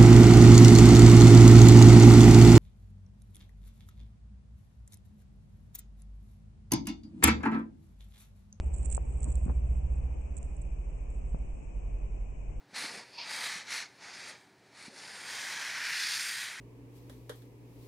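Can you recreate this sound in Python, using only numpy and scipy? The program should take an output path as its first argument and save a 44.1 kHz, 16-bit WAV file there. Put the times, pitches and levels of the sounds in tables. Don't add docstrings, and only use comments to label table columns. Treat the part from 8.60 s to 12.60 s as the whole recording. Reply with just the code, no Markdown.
import sys
import numpy as np
from scipy import signal
from scipy.fft import rfft, irfft
from scipy.io import wavfile

SR = 44100
rng = np.random.default_rng(int(sys.argv[2]) if len(sys.argv) > 2 else 0)


def pcm_store(signal):
    levels = np.round(np.clip(np.atleast_2d(signal), -1, 1) * 32767)
    wavfile.write(sys.argv[1], SR, levels.astype(np.int16).T)


N = 176400
TIME_S = np.arange(N) / SR
BIN_HZ = np.arange(N // 2 + 1) * SR / N


def from_db(db):
    return 10 ** (np.asarray(db) / 20)


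def unit_rms(x):
    return x / np.sqrt(np.mean(x ** 2) + 1e-20)


def per_sample(rows):
    times_s, *columns = np.transpose(rows)
    return [np.interp(TIME_S, times_s, column) for column in columns]


def per_bin(rows):
    hz, values = np.transpose(rows)
    return np.interp(np.log(BIN_HZ + 1), np.log(hz), values)


def pan(left_db):
    return unit_rms(from_db([[left_db / 2], [-left_db / 2]]))


def colour(x, spectrum):
    gain = unit_rms(from_db(per_bin(spectrum)))
    cepstrum = irfft(np.log(gain))
    cepstrum[1:N // 2] *= 2
    cepstrum[N // 2 + 1:] = 0
    return irfft(rfft(x) * np.exp(rfft(cepstrum)))


def drift(rate_hz):
    white = rfft(rng.standard_normal(N))
    return unit_rms(irfft(white / (1 + (BIN_HZ / rate_hz) ** 2)))


def bursts(rows, attack_s, release_s):
    power = 0
    for start_s, db, length_s in rows:
        age_s = TIME_S - start_s
        attack = np.clip(age_s / attack_s, 0, 1)
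        release = np.exp(-np.clip((age_s - length_s) / release_s, 0, 20))
        power += (from_db(db) * attack * release) ** 2
    return np.sqrt(power)


def friction(slips_per_s, noise_gain):
    slipping = rng.random(N) < slips_per_s / SR
    slips = unit_rms(slipping * rng.standard_normal((2, N)))
    return unit_rms(slips + noise_gain * rng.standard_normal((2, N)))


# (time [s], cycle rate [Hz])
ENGINE_RATE = [(0, 13.8), (.6, 14.45), (1.4, 14.7), (1.7, 15.1), (2.0, 14.5), (2.4, 13.2), (2.8, 12.4),
               (3.05, 11.0), (4, 11.1)]
# (time [s], third [dB], fourth [dB], fifth [dB])
STRONG_ORDERS = [(.06, -45, -36, -34.5), (.28, -42, -31, -38), (.48, -42, -33.5, -39.5),
                 (.68, -42, -30, -34), (1.1, -39.5, -29.5, -36), (1.45, -44, -32, -37.5),
                 (1.6, -50, -39, -44), (1.8, -44, -41, -43), (2.0, -35.5, -36.5, -48),
                 (2.45, -38.5, -41, -50), (2.78, -39, -35.5, -41), (3.0, -45, -48, -50),
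                 (3.17, -48, -37, -44), (3.4, -43, -35, -45), (3.8, -50, -37, -46), (4, -50, -39, -47)]
# (order [x cycle rate], level [dB re fourth])
WEAK_ORDERS = [(2, -24), (6, -27), (7, -31.5), (8, -18.5), (9, -20), (10, -31.5), (12, -26.5), (13, -29.5)]


def engine(first_throb_s=.06688, roughness=.09):
    rate_hz, = per_sample(ENGINE_RATE)
    cycles = np.cumsum(rate_hz) / SR
    phase = 2 * np.pi * (cycles - np.interp(first_throb_s, TIME_S, cycles))
    third_db, fourth_db, fifth_db = per_sample(STRONG_ORDERS)
    orders = [(3, third_db, 0), (4, fourth_db, 0), (5, fifth_db, 0)]
    orders += [(order, fourth_db + db, 2 * np.pi * rng.random()) for order, db in WEAK_ORDERS]
    exhaust = 0
    for order, db, offset_rad in orders:
        amplitude = np.sqrt(2) * from_db(db) * (1 + roughness * drift(rate_hz=12))
        exhaust += amplitude * np.sin(order * phase + offset_rad + roughness * drift(rate_hz=12))
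    return exhaust * pan(left_db=-1.9)


# (frequency [Hz], relative density [dB])
TRAFFIC_SPECTRUM = [(20, -0.5), (32, -1), (60, 1.5), (95, -14), (150, -11.5), (220, -17), (320, -20),
                    (560, -20.5), (800, -26.5), (1050, -33), (1400, -43), (2000, -46.5), (3000, -46),
                    (4000, -78.5)]
# (time [s], level [dB])
TRAFFIC_ENVELOPE = [(0, -43.5), (.8, -43), (1.5, -44), (2.1, -45.5), (2.6, -45), (3.1, -45.5), (4, -45.5)]
# (frequency [Hz], left-right correlation [-1..1])
TRAFFIC_CORRELATION = [(60, 0.81), (110, 0.98), (180, 0.1), (320, 0.28), (560, -0.48), (980, -0.17),
                       (1700, -0.079)]


def traffic():
    mid, side = rfft(rng.standard_normal((2, N)))
    correlation = per_bin(TRAFFIC_CORRELATION)
    noise = irfft(np.sqrt(1 + correlation) * mid + np.sqrt(1 - correlation) * side * [[1], [-1]])
    level_db, = per_sample(TRAFFIC_ENVELOPE)
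    gain = from_db(level_db + .5 * drift(rate_hz=4.1))
    return colour(noise, TRAFFIC_SPECTRUM) * gain * pan(left_db=1.1)


# (frequency [Hz], relative density [dB])
MID_HISS_SPECTRUM = [(1000, -25.5), (1500, -16.5), (2000, -6), (2300, 2), (2520, 5.5), (2700, -3),
                     (2950, -7), (3300, -32), (4100, -33.5), (5000, -49.5)]
# (frequency [Hz], relative density [dB])
HIGH_HISS_SPECTRUM = [(4300, -30.5), (5000, -16), (5600, -5), (6500, -3.5), (7500, -1), (8450, -3),
                      (8700, -40), (10000, -53)]


def hiss(mid_db=-67.5, high_db=-74):
    mid = colour(rng.standard_normal((2, N)), MID_HISS_SPECTRUM) * from_db(mid_db)
    high = colour(rng.standard_normal((2, N)), HIGH_HISS_SPECTRUM) * from_db(high_db)
    return mid * pan(left_db=8.5) + high


# (time [s], level [dB], length [s])
CRACKLE_BURSTS = [(.136, -49, .016), (.161, -52, .006), (.181, -49, .005), (.229, -47, .003),
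                  (.246, -47, .009), (.2555, -34.5, .004), (.2995, -38, .003), (.312, -44, .006),
                  (.321, -42, .013), (.325, -35, .004), (.3475, -30.5, .002), (.353, -38, .002),
                  (.366, -41, .007), (.604, -49, .004), (.629, -41, .003), (.634, -40, .003),
                  (.642, -39, .003), (.686, -50, .003), (.702, -50, .003), (.718, -46, .003),
                  (.724, -46, .003), (.754, -40, .003), (1.381, -61, .004), (1.767, -44, .004),
                  (1.775, -48, .011), (1.8275, -44, .003), (1.965, -56, .004), (2.016, -52, .007),
                  (2.502, -57, .004)]
# (time [s], level [dB])
SLIDING_ENVELOPE = [(.12, -67), (.145, -62), (.2, -58), (.35, -54), (.41, -68), (.54, -64), (.58, -66.5),
                    (.7, -58), (.88, -65), (1.0, -71.5), (1.17, -67.5), (1.5, -83.5), (1.78, -73),
                    (1.85, -68.5), (2.15, -78), (2.48, -80.5), (2.52, -71), (2.85, -76), (2.95, -75),
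                    (3.4, -88)]
# (frequency [Hz], relative density [dB])
RUSTLE_SPECTRUM = [(400, -34), (1500, -27), (2700, -23), (3500, -33), (4300, -43), (5300, -30), (6400, -20),
                   (7200, -4), (7900, 0), (8400, 0), (8900, -18)]


def rustle():
    crackle_gain = bursts(CRACKLE_BURSTS, attack_s=.00065, release_s=.00058)
    crackles = friction(slips_per_s=3500, noise_gain=.6) * crackle_gain
    sliding_db, = per_sample(SLIDING_ENVELOPE)
    sliding = friction(slips_per_s=4100, noise_gain=1) * from_db(sliding_db + 3.9 * drift(rate_hz=35))
    return colour(crackles * pan(left_db=-16.5) + sliding * pan(left_db=-2), RUSTLE_SPECTRUM)


# (time [s], level [dB], pitch [Hz], left over right [dB])
HANDLING_BUMPS = [(.3783, -23.5, 700, 8), (.670, -41, 240, 4), (.680, -31, 220, 3), (.860, -26, 185, 4),
                  (.882, -34, 260, 6), (.898, -33, 210, 6), (2.742, -29.5, 150, 7), (2.7455, -29.5, 580, 8)]


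def handling_bumps(rise_cycles=.6, right_lag_s=.00065):
    lag_s = np.array([[0], [right_lag_s]])
    bumps = np.zeros((2, N))
    for start_s, db, hz, left_db in HANDLING_BUMPS:
        cycles = hz * np.maximum(TIME_S - start_s - lag_s, 0)
        rise = np.minimum(cycles / rise_cycles, 20)
        envelope = from_db(db) * (rise * np.exp(1 - rise)) ** 2
        bumps -= envelope * np.sin(2 * np.pi * cycles) * pan(left_db)
    return bumps


# (time [s], level [dB], length [s])
RUB_BURSTS = [(.65, -46.5, 0.047), (.859, -38.5, .055), (2.744, -41, .008)]
# (frequency [Hz], relative density [dB])
RUB_SPECTRUM = [(60, -5), (140, 3), (260, -2), (450, -10), (900, -13), (1500, -27), (2500, -42),
                (4000, -65)]


def handling_rubs():
    envelope = bursts(RUB_BURSTS, attack_s=.0032, release_s=.008)
    rubs = friction(slips_per_s=300, noise_gain=.45) * envelope
    return colour(rubs, RUB_SPECTRUM) * pan(left_db=6.5)


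def scene():
    return engine() + traffic() + hiss() + rustle() + handling_bumps() + handling_rubs()


def record(dry):
    cutoff_hz = 8872
    return signal.sosfilt(signal.ellip(10, .1, 80, cutoff_hz, fs=SR, output="sos"), dry)


dry = scene()
out = record(dry)
pcm_store(out)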